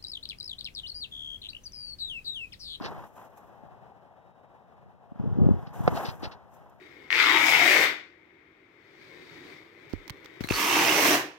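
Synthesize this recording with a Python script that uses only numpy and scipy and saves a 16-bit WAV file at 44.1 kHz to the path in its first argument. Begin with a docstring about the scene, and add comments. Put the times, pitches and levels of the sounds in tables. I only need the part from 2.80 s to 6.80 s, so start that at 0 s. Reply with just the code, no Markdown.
"""A hand-held camera outdoors over gravel, with a far, steady rush behind everything.
It opens on a puff of wind, sleeves rustling as the camera moves, and two close, rasping scuffs.
In the lull pebbles shift with dull ticks and a faint, thin whistle comes and goes far off.
At about 2.4 s a gust buffets the two microphone ports, which answer in opposite phase in the bass.
The sleeves stir again, more scuffs follow, and among them the case is knocked once."""
import sys
import numpy as np
from scipy.fft import rfft, irfft, next_fast_len
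from scipy.io import wavfile
from scipy.ndimage import map_coordinates

SR = 44100
rng = np.random.default_rng(int(sys.argv[2]) if len(sys.argv) > 2 else 0)


def transcribe(u):
    """Save the signal u as a 16-bit wav file named by the first command-line argument.

    u: samples, shape (n,) or (channels, n), limited to [-1, 1]; the rate is SR.
    q: integer samples, one column per channel.
    """
    v = np.clip(np.atleast_2d(u).T, -1, 1)
    q = np.round(v * 32767).astype(np.int16)
    wavfile.write(sys.argv[1], SR, q)


N = 176400
TIME = np.arange(N) / SR

# Stereo images of sounds from the surroundings and of sounds at the case. Each row: frequency in Hz,
# likeness of the two ports from 0 to 1, phase lead of the left in radians, left minus right in dB.
OPEN_AIR_IMAGE = [(78.4, 0.22, 2.9, 1.5), (258, 0.1, 2, 5), (400, 0.9, -0.4, 11), (770, 0.87, 0.84, 7),
                  (1060, 0.88, 0.15, -1), (1590, .15, -0.9, 4.5), (2000, .75, -2.9, 3.5), (2260, 1, -3, -1),
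                  (2690, 0.4, -2, 0), (3300, 0.7, 0.5, 3.5), (3860, 0.6, 1.5, 1), (4450, 0.98, 2.5, 2),
                  (5800, 0.1, 6.5, 2), (9000, 0, 6.5, 0)]
CASE_IMAGE = [(100, 0.94, 3, 1), (277, 1, 2, -2), (500, 0.7, 1.66, -3), (1160, 0.77, 0.5, -5),
              (2250, 0.99, -3.1, 1.5), (2630, 0.87, -1.5, -7), (3250, 0.85, 1, 4), (4300, 0.95, 2, 5.5),
              (5800, 0.78, 6.5, 7), (9000, 0.46, 8.5, 1)]


def amp(db):
    """Gain of a level in dB."""
    return 10 ** (np.asarray(db) / 20)


def unit(x):
    """Scaled to rms 1."""
    return x / np.sqrt(np.mean(x ** 2) + 1e-20)


def along(points, hz):
    """Each column of a table, read on a log-frequency axis."""
    row_hz, *columns = np.transpose(points)
    return [np.interp(np.log(hz + 1), np.log(row_hz + 1), column) for column in columns]


def fader(rows):
    """A gain curve for each dB column, muted from 30 ms beyond the first and last rows."""
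    seconds, *columns = np.transpose(rows)
    inside = (TIME > seconds[0] - .03) & (TIME < seconds[-1] + .03)
    return np.array([amp(np.interp(TIME, seconds, db)) * inside for db in columns])


def wobble(rate):
    """A smooth random curve, rate knots a second."""
    return map_coordinates(rng.standard_normal(8192), [TIME * rate], mode="wrap")


def flutter(rate, depth_db):
    """A flickering random gain of rms 1."""
    return unit(amp(depth_db * wobble(rate)))


def filtered(x, response):
    """x through a complex frequency response."""
    size = next_fast_len(N + SR // 2)
    return irfft(rfft(x, size) * response(np.fft.rfftfreq(size, 1 / SR)), size)[..., :N]


def placed(x, image):
    """Gives a sound the phase and level differences of the two ports."""
    def response(hz):
        _, lead, pan_db = along(image, hz)
        left = np.exp(1j * lead / 2) * amp(pan_db / 2)
        return np.array([left, 1 / left]) / np.sqrt((amp(pan_db) + amp(-pan_db)) / 2)
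    return filtered(x, response)


def stereo_noise(tone, image):
    """Coloured noise of rms 1; the less alike the ports, the more side signal."""
    def response(hz):
        likeness = np.clip(along(image, hz)[0], 0, 1)
        width = np.arccos(likeness) / 2
        return amp(along(tone, hz)[0]) * np.array([np.cos(width), np.sin(width)])
    mid, side = filtered(rng.standard_normal((2, N)), response)
    return unit(placed(np.array([mid + side, mid - side]), image))


def far_rush():
    """A soft bed of distant wind or traffic."""
    # The bed's slow drift. Each row: time in seconds, relative level in dB.
    drift = [(0, -57.5), (0.8, -55), (1.25, -56.5), (1.5, -59), (1.8, -57.5), (2.2, -59), (2.6, -55),
             (4, -59.5)]
    # Its dark colour. Each row: frequency in Hz, relative level in dB.
    tone = [(30, -17), (100, -2.5), (190, -3), (330, -9.5), (550, -3.5), (790, 0.5), (1050, -8),
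            (1400, -13.5), (2200, -23.5), (3100, -28), (4400, -37.5), (5600, -39.5), (9000, -47),
            (15000, -45.5)]
    gain = amp(1.5) * fader(drift) * flutter(rate=45, depth_db=1.54)
    return gain * stereo_noise(tone, OPEN_AIR_IMAGE)


def wind():
    """Lumpy buffeting on the ports, with single eddies that each land a brief, rounded thump."""
    # The wind's rise and fall. Each row: time in seconds, relative level in dB.
    gusts = [(0, -45), (0.17, -47.5), (0.3, -64.5), (0.7, -72), (0.87, -57.5), (1.1, -71.5), (1.93, -73),
             (2.04, -58), (2.12, -67), (2.29, -64.5), (2.45, -36), (2.53, -36), (2.65, -21), (2.79, -38.5),
             (2.9, -52), (3.01, -39.5), (3.16, -34.5), (3.22, -48), (3.37, -51), (3.45, -44.5), (3.58, -65),
             (4, -60)]
    # Its bass-heavy colour. Each row: frequency in Hz, relative level in dB.
    tone = [(20, -33), (45, -9), (85, 1.5), (170, 0), (250, -12.5), (400, -15), (700, -27.5), (1500, -53.5),
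            (4000, -80), (15000, -84)]
    # Near-opposite phase in the bass. Columns as in CASE_IMAGE.
    image = [(60, .998, -3.03, 1.2), (170, .997, -2.78, 1.1), (400, .97, -2.2, 1.5), (800, .7, -.5, 3),
             (3000, .4, 0, 1)]
    # Eddies hitting the ports. Each row: centre in seconds, peak in dB before panning, pitch in Hz.
    eddies = [(0.012, -24, 230), (0.838, -39.5, 200), (2.322, -29.5, 188), (2.36, -35, 170),
              (2.4, -16.5, 170), (2.411, -22, 151), (2.441, -20.5, 220), (2.458, -24.5, 190),
              (2.477, -16.5, 160), (2.529, -17, 114), (2.574, -21, 220), (2.589, -10.5, 204),
              (2.62, -3, 165), (2.65, -14, 210), (2.668, -5.5, 171), (2.69, -7.5, 278), (2.712, -6.5, 172),
              (2.72, -14, 150), (2.741, -15, 140), (2.877, -32, 160), (3.008, -18.5, 160),
              (3.056, -19, 110), (3.152, -24, 230), (3.25, -26, 240), (3.288, -22, 120),
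              (3.433, -22.5, 270), (3.474, -30, 95)]
    swell_cycles = .6  # rise and decay time of a thump
    buffet = amp(3.5) * fader(gusts) * flutter(rate=55, depth_db=3) * stereo_noise(tone, image)
    thumps = np.zeros(N)
    for centre, db, hz in eddies:
        cycles = (TIME - centre) * hz
        swell = 1 / np.cosh(np.clip(2 * cycles / swell_cycles, -20, 20))
        thumps += amp(db) * swell * np.cos(2 * np.pi * cycles + rng.uniform(0, 2 * np.pi))
    return buffet + placed(thumps, image)


def sleeve_rustle():
    """Cloth rubbing on cloth: a grainy body under a finer, flickering hiss."""
    # Three arm moves, a list each. Each row: time in seconds, relative body and hiss levels in dB.
    moves = [
        [(0, -40.5, -67), (0.12, -43, -69.5), (0.19, -44, -68), (0.26, -47, -67), (0.29, -64, -74.5),
         (0.35, -60, -72), (0.37, -49, -64), (0.46, -50.5, -67), (0.49, -72, -77), (0.56, -64, -76),
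         (0.575, -53, -59.5), (0.61, -58, -74), (0.9, -68, -88), (1, -95, -105)],
        [(2.3, -78, -100), (2.4, -52, -86), (2.58, -50.5, -88), (2.7, -47, -80), (2.83, -50, -72),
         (2.925, -54, -78), (2.938, -45, -57), (3.02, -42, -60), (3.11, -39.5, -59), (3.18, -33, -50),
         (3.23, -35.5, -53), (3.3, -42.5, -57.5), (3.39, -51, -67.5), (3.45, -43.5, -64), (3.6, -57.5, -89.5)],
        [(3.66, -65, -91), (3.75, -60, -67), (3.82, -56.5, -78.5), (3.894, -61, -85), (3.897, -58, -64),
         (3.904, -60, -68), (3.91, -61, -83), (4, -65, -84)],
    ]
    # The colours of the two layers. Each row: frequency in Hz, relative level in dB.
    body_tone = [(40, -25), (200, -4.5), (400, -5.5), (600, -2.5), (830, 2.5), (1250, -6), (1700, -11.5),
                 (2400, -22.5), (3200, -25), (4500, -33.5), (6000, -36), (9000, -53), (15000, -51)]
    hiss_tone = [(1000, -23), (2500, 4.5), (4500, -10.5), (6000, 4), (7500, 1), (9300, -6.5), (10500, 2),
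                 (13000, 3.5), (15500, 0)]
    # Their stereo spread. Columns as in CASE_IMAGE.
    body_image = [(150, 0.26, 2.6, -3.5), (400, .6, 1, 3), (704, 0.96, 0.54, 4), (1110, 1, 0.1, -.5),
                  (1600, 0.28, 0.94, 1.5), (1900, 0.57, 3.5, -0.5), (2280, 0.98, 3, 1.5),
                  (2680, 0.47, 1.3, 2.5), (3160, 1, 0.5, 1), (4300, 1, 2.5, 1), (5900, .7, 8, 5.5),
                  (8970, .4, 6.5, 7)]
    hiss_image = [(2250, 1, -1.5, 1), (2700, .4, 0, 0), (3250, .96, -2, -1), (4400, 0.85, -0.5, 6),
                  (6150, 0.64, 11.5, 5), (7500, 0.77, 7, 7), (11000, .4, 8, 10), (15000, .3, 7, 7)]
    body_gain, hiss_gain = sum(fader(move) for move in moves)
    body = body_gain * flutter(rate=160, depth_db=2) * stereo_noise(body_tone, body_image)
    hiss = hiss_gain * flutter(rate=110, depth_db=2) * stereo_noise(hiss_tone, hiss_image)
    return amp(0.5) * body + hiss


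def scuffs():
    """Short gritty strokes that swell, hold and die away."""
    # Each row is a stroke: start in seconds, length in seconds, held level in dB.
    strokes = [(0.008, 0.027, -48.5), (0.034, 0.031, -36.5), (2.862, 0.017, -55.5), (3.139, 0.04, -42),
               (3.243, 0.022, -37.5), (3.268, 0.032, -42), (3.422, 0.031, -37.5), (3.511, 0.013, -45)]
    # The colour of the rasp. Each row: frequency in Hz, relative level in dB.
    tone = [(100, -5), (400, 8.5), (1200, 2.5), (2200, -1), (3200, -2), (4200, 0.5), (5000, 0.5),
            (6000, -10.5), (6800, -28.5), (9000, -30.5), (15000, -33)]
    rise_share, release_t60_s = 0.59, 0.08
    pressure = np.zeros(N)
    for start, length, db in strokes:
        t = TIME - start
        attack = np.clip(t / (rise_share * length), 0, 1)
        pressure += attack * amp(db - 60 * np.maximum(t - length, 0) / release_t60_s)
    return pressure * flutter(rate=600, depth_db=2) * stereo_noise(tone, CASE_IMAGE)


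def pebbles():
    """Shifting gravel: small dull ticks, each a few cycles long and a little off pitch."""
    # Each row is a pebble moving: start in seconds, strength in dB.
    shifts = [(0.718, -40), (0.834, -40), (0.886, -35.5), (1.023, -37.5), (1.118, -36), (1.309, -38.5),
              (2.318, -44), (2.36, -37.5), (2.396, -38), (2.688, -24), (3.424, -25)]
    centre_hz, rise_s, t60_s = 766, 0.0011, 0.021
    ticks = np.zeros(N)
    for start, db in shifts:
        t = np.clip(TIME - start, 0, .1)
        hz = centre_hz * (1 + rng.normal(0, 0.063))
        attack = 1 - np.exp(-t / rise_s)
        ticks += attack * amp(db - 60 * t / t60_s) * np.sin(2 * np.pi * hz * t)
    return placed(ticks, OPEN_AIR_IMAGE)


def far_whistle():
    """One thin, slightly wavering tone, perhaps an insect."""
    # Its fade in and out. Each row: time in seconds, level in dB.
    swell = [(1.3, -102), (1.4, -84), (1.75, -87), (2.0, -95), (2.3, -104)]
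    hz = 3750 + 12 * wobble(rate=43)
    return fader(swell) * np.sin(2 * np.pi * np.cumsum(hz) / SR)


def case_knock():
    """One tap on the case: a noisy crack over a few quickly damped modes."""
    # The case's modes. Each row: frequency in Hz, relative level in dB, seconds to fall by 60 dB.
    modes = [(163, -3.5, 0.048), (338, -11.5, 0.041), (490, 0, 0.029), (738, -3.5, .028),
             (1147, -3.5, 0.015), (1378, -9, 0.014), (1800, -15, 0.018)]
    # The colour of the crack. Each row: frequency in Hz, relative level in dB.
    crack_tone = [(100, -6), (500, 6.5), (1300, 6), (2200, -2.5), (3200, -12), (5200, -13.5), (7000, -31.5),
                  (15000, -44)]
    start_s, rise_s = 3.0765, .0005
    ring_gain_db, crack_db, crack_t60_s = -7.5, -20, 0.041
    t = np.maximum(TIME - start_s, 0)
    attack = 1 - np.exp(-(t / rise_s) ** 2)
    ring = np.zeros(N)
    for k, (hz, db, t60) in enumerate(modes):
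        polarity = (-1) ** k
        ring += polarity * amp(db - 60 * t / t60) * np.sin(2 * np.pi * hz * t + rng.normal(0, 0.66))
    crack = amp(crack_db - 60 * t / crack_t60_s) * stereo_noise(crack_tone, CASE_IMAGE)
    return placed(amp(ring_gain_db) * attack * ring, CASE_IMAGE) + attack * crack


def scene():
    """The far layers and the close ones, mixed at the two ports in open air."""
    distance = far_rush() + far_whistle()
    return distance + wind() + sleeve_rustle() + scuffs() + pebbles() + case_knock()


def record(dry):
    """The camera rolls off the deepest bass and keeps nothing above its band limit."""
    low_cut_hz, top_hz = 40, 15650

    def response(hz):
        s = 1j * hz / low_cut_hz
        high_pass = s * s / (s * s + np.sqrt(2) * s + 1)
        return high_pass * (hz < top_hz)
    return filtered(dry, response)


dry = scene()
out = record(dry)
transcribe(out)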